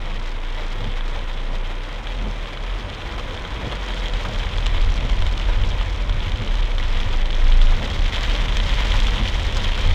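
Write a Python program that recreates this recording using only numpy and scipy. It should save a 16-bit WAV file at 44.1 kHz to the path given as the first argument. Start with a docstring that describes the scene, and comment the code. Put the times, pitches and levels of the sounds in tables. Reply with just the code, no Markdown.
"""Inside a car at a rainy junction: it waits, lets another car cross, then pulls away down a wet street.
Drops tick on the windshield, patter on the roof and knock on the metal panels. The wipers rub over
the glass and thud softly at each end of their sweep. The engine idles and then works harder, the tyres
rumble and throw up water, and bumps shake the body. A camera's electronics whine faintly."""
import sys
import numpy as np
from scipy import signal
from scipy.fft import rfft, irfft, next_fast_len
from scipy.io import wavfile
from scipy.ndimage import uniform_filter1d

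SR = 44100
rng = np.random.default_rng(int(sys.argv[2]) if len(sys.argv) > 2 else 0)


def output_pcm(signal):
    """Save a mono or channel-first signal as 16-bit PCM at the path in sys.argv[1].

    Samples are clipped to [-1, 1] before scaling.
    """
    pcm = np.clip(np.atleast_2d(signal).T, -1, 1) * 32767
    wavfile.write(sys.argv[1], SR, np.round(pcm).astype(np.int16))


N = 438354
TIME = np.arange(N) / SR

# the tone of a drop tapping on the glass: (frequency [Hz], level [dB])
TAP_TONE = [(300, -3.5), (900, -6.5), (2000, 2.5), (3500, 2.5), (4500, -7.5), (7000, -21), (9200, -31),
            (13000, -32), (15500, -42)]
# the tone of a drop bursting on the glass: (frequency [Hz], level [dB])
SPLASH_TONE = [(2500, -21.5), (4200, 7), (5500, 3.5), (7000, -2.5), (8200, -8), (9500, -21), (13000, -23.5),
               (15500, -20)]
# the tone of many small drops pattering: (frequency [Hz], level [dB])
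PATTER_TONE = [(150, -6.5), (450, 3.5), (900, 7.5), (1500, 4.5), (2000, 8), (2800, 1.5), (3700, 3.5),
               (4400, -8.5), (5500, -8), (7000, -14), (8200, -19), (9200, -28.5), (13000, -25),
               (15500, -37)]


def rain():
    """Small drops tick and splash on the glass over a dense patter on the roof, all in light gusts."""
    # how strong the rain is: (time [s], level [dB])
    strength = [(0, -40), (.7, -39.5), (1.5, -41.5), (2.7, -39.5), (3.3, -39.5), (4.4, -35), (6.1, -37.5),
                (6.8, -35.5), (7.7, -34.5), (8.25, -31.5), (9.2, -30.5), (9.94, -31.5)]
    level_db, = over_time(strength)
    glass = shower(TAP_TONE, per_s=200, spread_db=3.5, flurry_db=2.5, tail_db=-5, fade_s=0.02)
    roof = shower(PATTER_TONE, per_s=1600, spread_db=7.5, flurry_db=4.5, tail_db=4.5, fade_s=0.02)
    splashes = shower(SPLASH_TONE, per_s=110, spread_db=4.5, flurry_db=3, tail_db=-3, fade_s=0.012)
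    splash_db = -14.5 + 0.16 * (level_db - level_db.mean())   # heavier rain splashes more
    ticks = from_db(-6.5) * glass + from_db(splash_db) * splashes
    gusts = from_db(0.8 * drift(9))
    return from_db(level_db) * gusts * (ticks + from_db(-3.5) * roof)


def shower(tone, per_s, spread_db, flurry_db, tail_db, fade_s, spots=14):
    """Drops of uneven size fall in flurries on many spots, and each spot rings in its own way."""
    sizes = from_db(spread_db * np.minimum(rng.exponential(1, N), 2.4))
    flurry = from_db(flurry_db * np.clip(drift(22), -2, 2))
    lands = rng.random(N) < per_s * flurry / SR
    hits = sizes * lands * rng.choice([-1, 1], N)
    spot = rng.integers(0, spots, N)
    taps = np.zeros(N)
    for k in range(spots):
        taps += signal.oaconvolve(hits * (spot == k), one_drop(tail_db, fade_s, ring_db=-8))[:N]
    return normalise(colour(taps, tone))


def one_drop(tail_db, fade_s, ring_db, size=1500):
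    """A drop makes a sharp tap, a brief ring where it lands and a tail of echoes in the cabin."""
    t = np.arange(size) / SR
    echoes = normalise(rng.standard_normal(size) * from_db(-60 * t / fade_s))
    hit = from_db(tail_db) * echoes / np.sqrt(size)
    hit[0] += 1   # the tap itself
    spot_hz = 2400 * np.exp(0.44 * np.clip(rng.standard_normal(), -2, 2))
    return hit + from_db(ring_db) * resonate(hit, spot_hz, width_hz=1160)


def heavy_drops(thock_db, ping_db, splash_db, size=1500):
    """Fat drops strike the windshield, each with a dull thock, a glassy ping and a bright splash."""
    # each drop, before the three gains above are added: (time [s], thock [dB], ping [dB], splash [dB])
    drops = [(0.1078, -36, -43, -47), (0.8066, -44, -33, -44), (0.8429, -36, -32, -49),
             (1.0086, -31, -30.5, -53), (1.08, -34, -38, -41), (1.1541, -38, -42, -48),
             (1.3754, -36, -33, -48), (1.6594, -44, -34, -53), (2.071, -34, -29, -45),
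             (2.4576, -33, -32, -57), (2.5737, -35, -31, -47), (3.0196, -45, -32, -53),
             (3.1235, -43, -32, -44), (3.1968, -35, -32, -40), (3.3087, -39, -31, -49),
             (3.3752, -37, -31, -52), (3.4505, -29, -30, -46), (3.7236, -36, -28, -47),
             (3.9055, -30, -30, -48), (4.0585, -45, -28, -45), (4.1363, -38, -25.5, -38),
             (4.4013, -39, -31, -50), (4.4087, -41, -32, -50), (4.5372, -42, -34, -45),
             (4.583, -30, -25.5, -38), (4.66, -34, -26, -35), (4.6657, -29, -20.5, -30),
             (4.78, -35, -28, -48), (5.008, -42, -26.5, -44), (5.098, -31, -29, -37),
             (5.2226, -28.5, -25, -37), (5.266, -35, -25, -36), (5.3774, -37, -27, -34),
             (5.3973, -40, -30, -39), (5.637, -40, -27, -50), (5.713, -45, -32, -49),
             (5.8117, -31, -29, -51), (6.0953, -28.5, -27, -38), (6.2046, -40, -28, -46),
             (6.3191, -43, -28, -40), (6.475, -47, -27, -47), (6.542, -37, -36, -44),
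             (6.5543, -38, -31, -37), (6.6308, -44, -27.5, -54), (6.7817, -30, -26, -46),
             (6.8282, -47, -27, -50), (6.9165, -50, -52, -48), (7.0014, -39, -25, -39),
             (7.1343, -38, -28, -51), (7.216, -38, -36, -40), (7.2573, -44, -28, -37),
             (7.305, -34, -26, -44), (7.3295, -44, -27, -47), (7.5224, -33, -22.5, -45),
             (7.6153, -28, -22.5, -38), (7.6705, -38, -29, -45), (7.858, -32, -30, -44),
             (7.901, -39, -28, -37), (8.142, -43, -27, -44), (8.1475, -37, -26, -38),
             (8.1597, -36, -23.5, -37), (8.239, -32, -28, -47), (8.3525, -38, -24, -42),
             (8.5243, -30, -27, -46), (8.5698, -27, -21, -28), (8.6014, -31, -22, -41),
             (8.6936, -39, -24, -39), (8.9197, -44, -20, -35), (9.0023, -31, -23, -30),
             (9.0687, -40, -20, -33), (9.0828, -27, -26, -40), (9.2767, -44, -22, -38),
             (9.287, -41, -29, -36), (9.5698, -33, -35, -27.5), (9.6433, -42, -21.5, -47),
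             (9.778, -29, -31, -37), (9.8738, -33, -27, -37)]
    # the tone of the thock: (frequency [Hz], level [dB])
    thock_tone = [(250, -5), (600, -5.5), (1100, 4.5), (1700, 3.5), (2600, -24), (5000, -25)]
    out = np.zeros(N + size)
    for s, *levels_db in drops:
        start = int(s * SR)
        hit = one_drop(tail_db=-2, fade_s=0.02, ring_db=-10, size=size)
        ping_hz = 3380 * np.exp(0.05 * rng.standard_normal())   # each spot has a slightly different note
        ping = resonate(colour(hit, TAP_TONE), ping_hz, width_hz=1400)
        parts = colour(hit, thock_tone), ping, colour(hit, SPLASH_TONE)
        for part, db, gain_db in zip(parts, levels_db, (thock_db, ping_db, splash_db)):
            out[start:start + size] += from_db(db + gain_db) * part / np.linalg.norm(part)
    return out[:N]


def knocks(fade_s, width_hz, small_per_s, small_db, low_hz, high_hz, size=5000):
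    """Blobs of water hit the roof and bonnet, which answer with a hollow note under a brief spatter."""
    # the big blobs: (time [s], relative level [dB], panel note [Hz])
    big_blobs = [(3.18, -22.5, 980), (3.72, -21, 860), (4.25, -20, 950), (5.485, -24, 560),
                 (5.811, -25, 830), (7.719, -23, 930), (8.939, -18, 830), (9.567, -22, 600)]
    chances = rng.random((int(small_per_s * N / SR), 2))
    small_blobs = [(when * (N - size) / SR, small_db, low_hz * (high_hz / low_hz) ** where)
                   for when, where in chances]
    notes, spatter = np.zeros(N), np.zeros(N)
    t = np.arange(size) / SR
    for s, db, hz in big_blobs + small_blobs:
        start = int(s * SR)
        push = rng.standard_normal(size) * from_db(-60 * t / fade_s)
        note = resonate(resonate(push, hz, width_hz), hz, 2 * hz)
        notes[start:start + size] += from_db(db) * note / np.abs(note).max()
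        droplets = rng.random(size) < 2500 / SR
        spatter[start:start + size] += from_db(db) * push * droplets
    return from_db(-1) * notes + from_db(2) * colour(spatter, PATTER_TONE)


def wiper_thuds(drag_s, flop_s, drag_share, glass_hz, glass_width_hz):
    """At each end of a sweep the blades drag, then flop over with a thud that booms in the glass."""
    # each turn of the blades: (time [s], level [dB], relative boom [dB])
    turns = [(.11, -36, -6), (.85, -32.5, -2.5), (1.51, -35.5, -9), (2.258, -30, -18), (2.88, -35.5, -3.5),
             (3.665, -29.5, -12), (4.29, -30.5, -8), (5.045, -30.5, -3), (5.67, -33.5, -1), (6.43, -33, -3),
             (7.07, -36, -8), (7.815, -29.5, -14), (8.45, -32, -7), (9.2, -29.5, -8), (9.85, -34, -16)]
    # the tone of the thud: (frequency [Hz], level [dB])
    thud_tone = [(50, -2), (105, 5), (160, -1), (220, 2.5), (330, -8), (550, -11), (900, -10.5),
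                 (2000, -30.5)]
    thud = noise(thud_tone)
    boom = from_db(3) * normalise(resonate(thud, glass_hz, glass_width_hz))
    out = np.zeros(N)
    for s, db, boom_db in turns:
        drag = np.exp(-np.abs(TIME - s) / drag_s)
        flop = np.exp(-np.abs(TIME - s) / flop_s)
        swell = drag_share * drag + (1 - drag_share) * flop
        out += from_db(db) * (swell * thud + from_db(boom_db) * drag * boom)
    return out


def wiper_rubs(width_hz, splatter_db, fall_octaves_per_s):
    """Wet rubber slides on the glass and flicks water ahead; its breathy note falls as it slows."""
    # each rub: (time [s], half length [s], level [dB], note [Hz])
    rubs = [(0.607, 0.039, -39, 680), (0.976, 0.019, -39.5, 1000), (1.156, 0.057, -42, 900),
            (1.548, .018, -39, 618), (1.714, .018, -39, 605), (2.12, 0.046, -43.5, 706),
            (3.105, .06, -47, 737)]
    grain = drift(width_hz)
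    droplets = rng.standard_normal(N) * (rng.random(N) < 1200 / SR)
    splatter = from_db(splatter_db) * normalise(colour(droplets, PATTER_TONE))
    out = np.zeros(N)
    for s, half_s, db, hz in rubs:
        near = np.abs(TIME - s) < 2 * half_s
        t = TIME[near] - s
        phase = 2 * np.pi * np.cumsum(hz * 2 ** (-fall_octaves_per_s * t)) / SR
        note = np.sqrt(2) * grain[near] * np.sin(phase)
        out[near] += from_db(db) * np.exp(-(t / half_s) ** 2) * (note + splatter[near])
    return out


def engine(roughness):
    """The engine's firing makes a low note with overtones that booms unevenly through the body."""
    # it idles, revs briefly, pulls, sags and pulls again: (time [s], firing rate [Hz], level [dB])
    revs = [(0, 28.3, -24), (1.7, 28.7, -22.5), (1.92, 34, -29), (2.25, 42, -23), (2.5, 32, -30),
            (2.76, 42, -24), (3.0, 50, -44), (3.5, 55, -35), (4.0, 41, -23.5), (4.4, 35, -22),
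            (5.1, 42, -20.5), (5.65, 42, -21), (6.2, 43, -28), (6.6, 35, -19), (6.9, 25, -21.5),
            (7.65, 28, -16.5), (8.1, 34, -21), (8.95, 45, -19.5), (9.94, 41, -35)]
    # the overtones: (multiple of the firing rate, level against the low note [dB])
    overtones = [(2, -26.5), (3, -23.5), (4, -28.5), (5, -35), (7, -52)]
    firing_hz, level_db = over_time(revs)
    phase = 2 * np.pi * np.cumsum(firing_hz) / SR
    hum = np.zeros(N)
    for multiple, db in [(0.99, 0)] + overtones:   # the low note comes first
        wave = np.sin(multiple * phase + rng.uniform(0, 2 * np.pi))
        flutter = 1 + roughness * multiple * drift(8.6)
        hum += from_db(db) * wave * flutter
    return np.sqrt(2) * from_db(level_db) * hum


def road(drum_hz, drum_width_hz):
    """The body sways on its springs, the tyres rumble and roar, and the air inside them drums."""
    # the tones of the sway, the rumble and the roar: (frequency [Hz], level [dB])
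    sway_tone = [(12, -26), (22, -2.5), (27, 14.5), (40, 3.5), (54, 5), (75, -19), (120, -34)]
    rumble_tone = [(45, -12), (66, 4.5), (81, 7), (105, 2.5), (135, -8), (200, -18), (400, -30)]
    roar_tone = [(90, -2), (150, 0), (215, -1.5), (320, -1.5), (520, -6.5), (850, -3.5), (1300, -6),
                 (2500, -10.5), (5000, -45.5)]
    tyre_air = resonate(rng.standard_normal(N), drum_hz, drum_width_hz)
    tyre_air = normalise(resonate(tyre_air, drum_hz, 2 * drum_width_hz))
    drum = rolling(rest_db=-69, moving_db=-40, power=3.7) * tyre_air
    rumble = rolling(rest_db=-56.5, moving_db=-30) * from_db(2.35 * drift(3.9)) * noise(rumble_tone)
    other_car = passing_car(nearest_s=3.8, half_s=0.85, db=-39)
    roar = np.hypot(rolling(rest_db=-39.5, moving_db=-49.5), other_car) * noise(roar_tone)
    sway = rolling(rest_db=-48, moving_db=-21.5, power=1.15) * noise(sway_tone)
    return sway + rumble + drum + roar


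def bumps(shake_hz, boom_hz):
    """Each bump in the road shakes the body and makes the cabin boom: two low, wavering notes."""
    # each bump: (time [s], half length [s], shake [dB], boom [dB])
    jolts = [(4.558, .07, -33, -35), (4.797, 0.17, -17.5, -28.5), (5.22, 0.061, -14, -24.5),
             (5.618, 0.16, -18, -27), (6.674, 0.022, -35, -36), (7.626, 0.19, -14, -36),
             (7.977, 0.086, -33, -27), (9.412, 0.23, -23, -27), (9.925, 0.11, -14, -20.5)]
    shake = np.sqrt(2) * np.sin(2 * np.pi * shake_hz * TIME + drift(7.5))
    boom = np.sqrt(2) * np.sin(2 * np.pi * boom_hz * TIME + drift(7.5))
    out = np.zeros(N)
    for s, half_s, shake_db, boom_db in jolts:
        swell = np.exp(-((TIME - s) / half_s) ** 2)
        out += swell * (from_db(shake_db) * shake + from_db(boom_db) * boom)
    return out


def spray():
    """Tyres throw up water: this car's as it gathers speed, and those of the car crossing ahead."""
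    # the tone of the flying water: (frequency [Hz], level [dB])
    spray_tone = [(200, 2), (330, -11.5), (500, -6.5), (800, 2.5), (1500, -13), (2300, -1), (3600, 2),
                  (4500, -7.5), (6500, -10), (8200, -22), (9300, -22), (13000, -34), (15500, -50)]
    this_car = rolling(rest_db=-52.5, moving_db=-38, power=7.8)
    other_car = passing_car(nearest_s=4.2, half_s=0.78, db=-44.5)
    flicker = from_db(1.5 * drift(43))
    return np.hypot(this_car, other_car) * flicker * noise(spray_tone)


def rolling(rest_db, moving_db, power=1):
    """The volume of a road noise: a steady part plus a part that grows with the car's speed."""
    # the car waits, creeps forward and speeds up: (time [s], share of top speed [0 to 1])
    journey = [(0, 0.069), (2.0, 0.16), (2.8, 0.18), (3.2, 0.42), (3.9, 0.25), (4.7, 0.79), (5.7, 0.67),
               (6.3, 0.79), (7.3, 0.77), (8.3, 0.94), (9.3, 0.97), (9.94, 0.92)]
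    speed, = over_time(journey)
    return from_db(rest_db) + from_db(moving_db) * speed ** power


def passing_car(nearest_s, half_s, db):
    """The volume of a car going by in a straight line: twice as far away is half as strong."""
    return from_db(db) / np.hypot(1, (TIME - nearest_s) / half_s)


def cabin(sound):
    """The cabin air, the glass and the camera's case ring, lifting some pitches; one pitch is dipped."""
    # each band of pitches: (frequency [Hz], width [Hz], lift [dB])
    bands = [(85.4, 8, 1), (103, 7.1, -5), (214, 12, 4), (502, 66, 7.5), (580, 8.2, 9), (989, 33, 4),
             (2300, 290, 1.5), (3200, 384, 5.5), (3930, 490, 1), (13100, 460, 5.5)]
    return sound + sum((from_db(db) - 1) * resonate(sound, hz, width) for hz, width, db in bands)


def electronics(pulse_hz, pulse_db, hiss_db):
    """The camera gives off a thin steady tone, a higher one twice a second and a faint hiss."""
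    # the steady tone: (frequency [Hz], level [dB])
    tones = [(8660, -71)]
    steady = sum(from_db(db) * np.sin(2 * np.pi * hz * TIME) for hz, db in tones)
    switched_on = 1.0 * ((TIME - 0.23) % 0.5 < 0.1)
    soft_pulses = uniform_filter1d(switched_on, size=1200) * from_db(1.5 * drift(4))
    pulsing = from_db(pulse_db) * soft_pulses * np.sin(2 * np.pi * pulse_hz * TIME)
    return np.sqrt(2) * (steady + pulsing) + from_db(hiss_db) * rng.standard_normal(N)


def from_db(db):
    """Turn decibels into a number to multiply by."""
    return 10 ** (np.asarray(db) / 20)


def normalise(x):
    """Scale a signal so that its average strength (rms) is 1."""
    return x / np.sqrt(np.mean(x ** 2) + 1e-20)


def over_time(rows):
    """Join a table's points with straight lines, giving one curve for each column after the time."""
    times, *columns = np.transpose(rows)
    return [np.interp(TIME, times, column) for column in columns]


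def drift(rate_hz):
    """A random wobble of strength 1, mostly slower than the given rate."""
    hz = np.arange(N // 2 + 1) * SR / N
    return normalise(irfft(rfft(rng.standard_normal(N)) / (1 + (hz / rate_hz) ** 2), N))


def colour(x, tone):
    """Filter a sound to follow a tone table, fading away above the table's last frequency."""
    size = 2 * next_fast_len(len(x) // 2 + SR // 10)
    hz, db = np.transpose(tone)
    grid_hz = np.maximum(np.arange(size // 2 + 1) * SR / size, 1)
    gain = from_db(np.interp(np.log(grid_hz), np.log(hz), db)) / (1 + (grid_hz / hz[-1]) ** 4)
    # make the filter ring only after a hit, never before it (minimum phase)
    cepstrum = irfft(np.log(gain))
    cepstrum[1:size // 2] *= 2
    cepstrum[size // 2 + 1:] = 0
    return irfft(rfft(x, size) * np.exp(rfft(cepstrum)))[:len(x)]


def noise(tone):
    """Steady noise of strength 1 with the given tone."""
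    return normalise(colour(rng.standard_normal(N), tone))


def resonate(x, hz, width_hz):
    """Let a sound ring around one pitch; a narrower width rings longer."""
    decay = np.exp(-np.pi * width_hz / SR)
    feedback = [1, -2 * decay * np.cos(2 * np.pi * hz / SR), decay ** 2]
    return signal.lfilter(np.array([1, 0, -1]) * (1 - decay ** 2) / 2, feedback, x)


def scene():
    """Everything together in one channel, heard from behind the windshield."""
    car = road(drum_hz=204, drum_width_hz=110) + bumps(shake_hz=26.2, boom_hz=80.5)
    car += spray() + engine(roughness=0.03)
    drops = rain() + heavy_drops(thock_db=22, ping_db=18, splash_db=21.5)
    wipers = wiper_thuds(drag_s=0.08, flop_s=0.025, drag_share=0.55, glass_hz=100, glass_width_hz=20)
    wipers += wiper_rubs(width_hz=330, splatter_db=2, fall_octaves_per_s=9)
    whine = electronics(pulse_hz=14840, pulse_db=-77, hiss_db=-74.5)
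    blobs = knocks(fade_s=0.09, width_hz=670, small_per_s=2.3, small_db=-32, low_hz=470, high_hz=1050)
    return (cabin(drops + blobs + wipers + car) + whine)[None]


def record(dry):
    """Fade in quickly to avoid a click, then cut away the highest treble."""
    fade_in = np.minimum(TIME / 0.004, 1)
    treble_cut = signal.ellip(10, 0.1, 80, 15800, fs=SR, output="sos")
    return signal.sosfilt(treble_cut, dry * fade_in)


dry = scene()
out = record(dry)
output_pcm(out)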